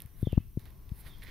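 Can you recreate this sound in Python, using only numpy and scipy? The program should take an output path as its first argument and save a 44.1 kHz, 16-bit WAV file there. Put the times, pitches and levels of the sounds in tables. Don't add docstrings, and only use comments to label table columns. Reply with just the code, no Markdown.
import sys
import numpy as np
from scipy import signal
from scipy.fft import rfft, irfft
from scipy.io import wavfile

SR = 44100
rng = np.random.default_rng(int(sys.argv[2]) if len(sys.argv) > 2 else 0)


def to_wav(sig):
    pcm = np.clip(np.atleast_2d(sig), -1, 1) * 32767
    pcm = np.round(pcm).astype(np.int16)
    wavfile.write(sys.argv[1], SR, pcm.T)


N = 57330
TIME_S = np.arange(N) / SR

# f/Hz, density/dB
RAIN_SPECTRUM = [(300, 5), (600, -8), (1000, -4), (1500, -9), (2100, -5.5), (3000, -13.5), (4200, -9),
                 (5400, -12.5), (7000, -23)]
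DRIZZLE_SPECTRUM = [(1000, -28), (3000, -8), (5400, -20.5), (6300, -14.5), (8000, -14), (9500, -4),
                    (11500, -7), (14000, 4), (16000, -7)]
RUSTLE_MID_SPECTRUM = [(300, 1.5), (600, -2.5), (1300, -3), (1950, 1), (2700, -8), (3700, -4.5),
                       (5200, -15.5), (7500, -22), (16000, -70)]
RUSTLE_TREBLE_SPECTRUM = [(6000, -25), (8000, -5.5), (9600, 6), (11700, 8), (15500, 0.5)]
BREEZE_SPECTRUM = [(20, -3), (35, -1.5), (55, -1.5), (100, -8.5), (160, -14.5), (250, -26), (400, -31.5),
                   (800, -71)]
WASH_SPECTRUM = [(300, 0.5), (550, -4.5), (800, -5.5), (1030, -1), (1300, -11), (2000, -17.5)]
# t/s, level/dB
RAIN_ENVELOPE = [(0, -63.5), (.11, -80.5), (.25, -69), (.42, -74.5), (.56, -78.5), (.61, -65.5), (.79, -74),
                 (.92, -69), (1.0, -65), (1.3, -63)]
BREEZE_ENVELOPE = [(0, -49.5), (.09, -54.5), (.16, -48), (.4, -45), (.53, -51), (.66, -48.5), (1.05, -49.5),
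                   (1.3, -46.5)]
WASH_ENVELOPE = [(0, -73), (.55, -79), (.64, -69), (.9, -70.5), (1.3, -82)]
# t/s, tick peak/dB, body gain re tick/dB, body f/Hz
NEAR_DROPS = [(.0033, -34.5, -2.5, 2960), (0.0202, -29, -11.5, 3450), (0.0607, -42.5, -7, 1900),
              (0.3238, -44.5, 7.5, 2920), (0.5946, -47, 3.5, 4260), (0.6557, -44.5, 1.5, 2820),
              (.705, -49.5, 0.5, 2800), (0.893, -52, 6.5, 2960), (1.184, -46.5, -15, 3000),
              (1.2387, -40.5, -22, 3000)]
# t/s, level/dB, decay/s
SPATTER_HITS = [(1.064, -61.5, 0.019), (1.2216, -55, 0.044), (1.2691, -57.5, 0.016), (1.295, -68, 0.022)]
# f/Hz, level/dB, width/Hz
WOOD_MODES = [(1925, -0.5, 280), (2120, -2.5, 340), (3250, -4.5, 700), (3970, -16, 200)]
# t/s, peak/dB, build-up/ms, low-pass f/Hz, swing f/Hz, swing Q
MIC_BUMPS = [(0.0514, -35, 5, 139, 69.4, 0.44), (0.2283, -17.5, 21, 400, 104.6, 2.3),
             (0.2709, -16, 12, 567, 105.4, 1.62), (0.3293, -17.5, 10, 610, 83, 1.9),
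             (.3763, -8.5, 2.9, 264.6, 65, 0.69), (0.4019, -35, 6.9, 233, 92.6, 2.7),
             (0.5725, -19.5, 24, 392, 108, 1.41), (0.917, -24.5, 3.7, 188, 69, 1.23),
             (1.060, -37.5, 3.5, 146, 53.4, 1.7)]
# t/s, level/dB, attack/s, decay/s, treble re mid/dB
RUSTLE_BRUSHES = [(.001, -67, 0.0013, 0.11, -4), (0.213, -71, 0.036, 0.036, 9.5),
                  (0.595, -66.5, 0.0015, 0.023, 4), (.657, -60.5, 0.0023, 0.037, -12),
                  (.34, -64, 0.06, 0.058, -19), (1.01, -66.5, 0.041, 0.0085, 11.5),
                  (1.074, -55, 0.024, 0.025, -2.5), (1.233, -59.5, 0.015, 0.035, -2),
                  (1.282, -60.5, 0.0068, 0.059, -14)]
# t/s, level/dB, length/s, start f/Hz, fall/Hz
BIRD_CALLS = [(0.222, -61, .145, 3579, 1021), (1.082, -65.5, 0.079, 3603, 439)]


def rain():
    return envelope(RAIN_ENVELOPE) * noise(RAIN_SPECTRUM, likeness=0.85) * pan(-4)


def drizzle(level_db=-67.5):
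    return from_db(level_db) * noise(DRIZZLE_SPECTRUM, likeness=0.61)


def drops(splash_db=-19, splash_decay_s=0.0012, tick_hz=(9700, 14000), body_spread=1.325):
    out = np.zeros(N)
    for t_s, db, body_db, body_hz in NEAR_DROPS:
        splash = from_db(splash_db) * tail(t_s, splash_decay_s) * rng.choice([-1, 1], N)
        hit = impulse(t_s) + splash
        tick = band(hit, tick_hz, order=3)
        body = band(hit, (body_hz / body_spread, body_hz * body_spread))
        out += from_db(db) * (tick + from_db(body_db) * body) / np.abs(tick).max()
    return out * pan(-7)


def spatters(droplets_per_s=1200, first_hit_db=19):
    droplets = rms_one((rng.random(N) < droplets_per_s / SR) * rng.standard_normal(N))
    force = sum(from_db(db) * (from_db(first_hit_db) * impulse(t_s) + droplets * tail(t_s, decay_s))
                for t_s, db, decay_s in SPATTER_HITS)
    wood = np.zeros(N)
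    for f_hz, db, width_hz in WOOD_MODES:
        ring = signal.lfilter(*signal.iirpeak(f_hz, f_hz / width_hz, fs=SR), force + 1e-18)
        width_gain = np.sqrt(SR / (np.pi * width_hz))
        wood += from_db(db) * width_gain * ring
    return band(wood, (1100, 5200)) * pan(-7)


def bumps(release_ms=0.084, tap_s=0.3778, tap_db=-32.5, tap_width_s=0.00054):
    out = np.zeros(N)
    for t_s, db, build_ms, muffle_hz, swing_hz, q in MIC_BUMPS:
        age_ms = (TIME_S - t_s) * 1000
        w_rad_s = 2 * np.pi * swing_hz
        push = np.exp(-np.logaddexp(-age_ms / build_ms, age_ms / release_ms)) + 1e-18
        swing = signal.lfilter(*signal.bilinear([1, 0, 0], [1, w_rad_s / q, w_rad_s ** 2], SR), push)
        thump = signal.sosfilt(signal.butter(4, muffle_hz, fs=SR, output="sos"), swing + 1e-18)
        out += from_db(db) * thump / np.abs(thump).max()
    tap = band(swell(tap_s, tap_width_s, tap_width_s) + 1e-18, (574, 1204), order=3)
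    out += from_db(tap_db) * tap / np.abs(tap).max()
    return out * pan(7.5)


def rustles(likeness=0.89):
    mid_gain, treble_gain = np.zeros((2, N))
    for t_s, db, attack_s, decay_s, treble_db in RUSTLE_BRUSHES:
        brush = from_db(db) * swell(t_s, attack_s, decay_s)
        mid_gain += brush
        treble_gain += from_db(treble_db) * brush
    mid = mid_gain * noise(RUSTLE_MID_SPECTRUM, likeness)
    treble = treble_gain * noise(RUSTLE_TREBLE_SPECTRUM, likeness)
    return (mid + treble) * pan(-7)


def bird(hold_share=0.18, fade_db=7, roughness=0.02):
    calls = np.zeros(N)
    for t_s, db, length_s, start_hz, fall_hz in BIRD_CALLS:
        progress = np.clip((TIME_S - t_s) / length_s, 0, 1)
        slide = np.clip((progress - hold_share) / (1 - hold_share), 0, 1)
        waver = 1 + roughness * rms_one(band(rng.standard_normal(N), (60, 400)))
        pitch_hz = (start_hz - fall_hz * np.sin(np.pi / 2 * slide)) * waver
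        gain = from_db(db - fade_db * (progress - 0.5)) * np.sqrt(4 * progress * (1 - progress))
        calls += gain * np.sin(2 * np.pi * np.cumsum(pitch_hz) / SR)
    return (calls + tree_echo(calls)) * pan(-5.5)


def tree_echo(calls, t60_s=0.37, gain_db=2.5):
    response = noise([(1000, 0.0015), (8000, 0.0078)], likeness=0.9) * from_db(-60 * TIME_S / t60_s)
    response /= np.sqrt(np.sum(response ** 2))
    return from_db(gain_db) * signal.fftconvolve(calls[None], response, axes=1)[:, :N]


def breeze():
    return envelope(BREEZE_ENVELOPE) * noise(BREEZE_SPECTRUM, likeness=0.76) * pan(4)


def wash():
    return envelope(WASH_ENVELOPE) * noise(WASH_SPECTRUM, likeness=0.65) * pan(-6.5)


def insects(f_hz=5794, width_hz=140, level_db=-82):
    edges_hz = (f_hz - width_hz / 2, f_hz + width_hz / 2)
    return from_db(level_db) * rms_one(band(rng.standard_normal((2, N)), edges_hz))


def from_db(db):
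    return 10 ** (np.asarray(db) / 20)


def rms_one(x):
    return x / np.sqrt(np.mean(x ** 2) + 1e-20)


def pan(left_minus_right_db):
    gains = from_db(np.array([[0.5], [-0.5]]) * left_minus_right_db)
    return gains / gains.mean()


def noise(spectrum, likeness):
    f_hz, db = np.transpose(spectrum)
    grid_hz = np.fft.rfftfreq(N, 1 / SR) + 1
    colour = from_db(np.interp(np.log(grid_hz), np.log(f_hz), db))
    skirts = np.minimum(grid_hz / f_hz[0], 1) * np.minimum(f_hz[-1] / grid_hz, 1) ** 2
    mid, side = irfft(rfft(rng.standard_normal((2, N))) * colour * skirts, N)
    return rms_one(np.sqrt(1 + likeness) * mid + np.sqrt(1 - likeness) * side * np.array([[1], [-1]]))


def band(x, edges_hz, order=2):
    return signal.sosfilt(signal.butter(order, edges_hz, "band", fs=SR, output="sos"), x)


def impulse(t_s):
    return (np.arange(N) == int(t_s * SR)) + 1e-18


def swell(t_s, attack_s, decay_s):
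    return np.exp(-np.maximum((t_s - TIME_S) / attack_s, (TIME_S - t_s) / decay_s))


def tail(t_s, decay_s):
    return (TIME_S >= t_s) * swell(t_s, 1, decay_s)


def envelope(points):
    return from_db(np.interp(TIME_S, *np.transpose(points)))


def scene():
    bed = rain() + wash() + drizzle() + insects() + breeze()
    return bed + bumps() + drops() + spatters() + rustles() + bird()


def record(dry):
    cutoff_hz = 15680
    return signal.sosfilt(signal.ellip(10, 0.1, 70, cutoff_hz, fs=SR, output="sos"), dry)


dry = scene()
out = record(dry)
to_wav(out)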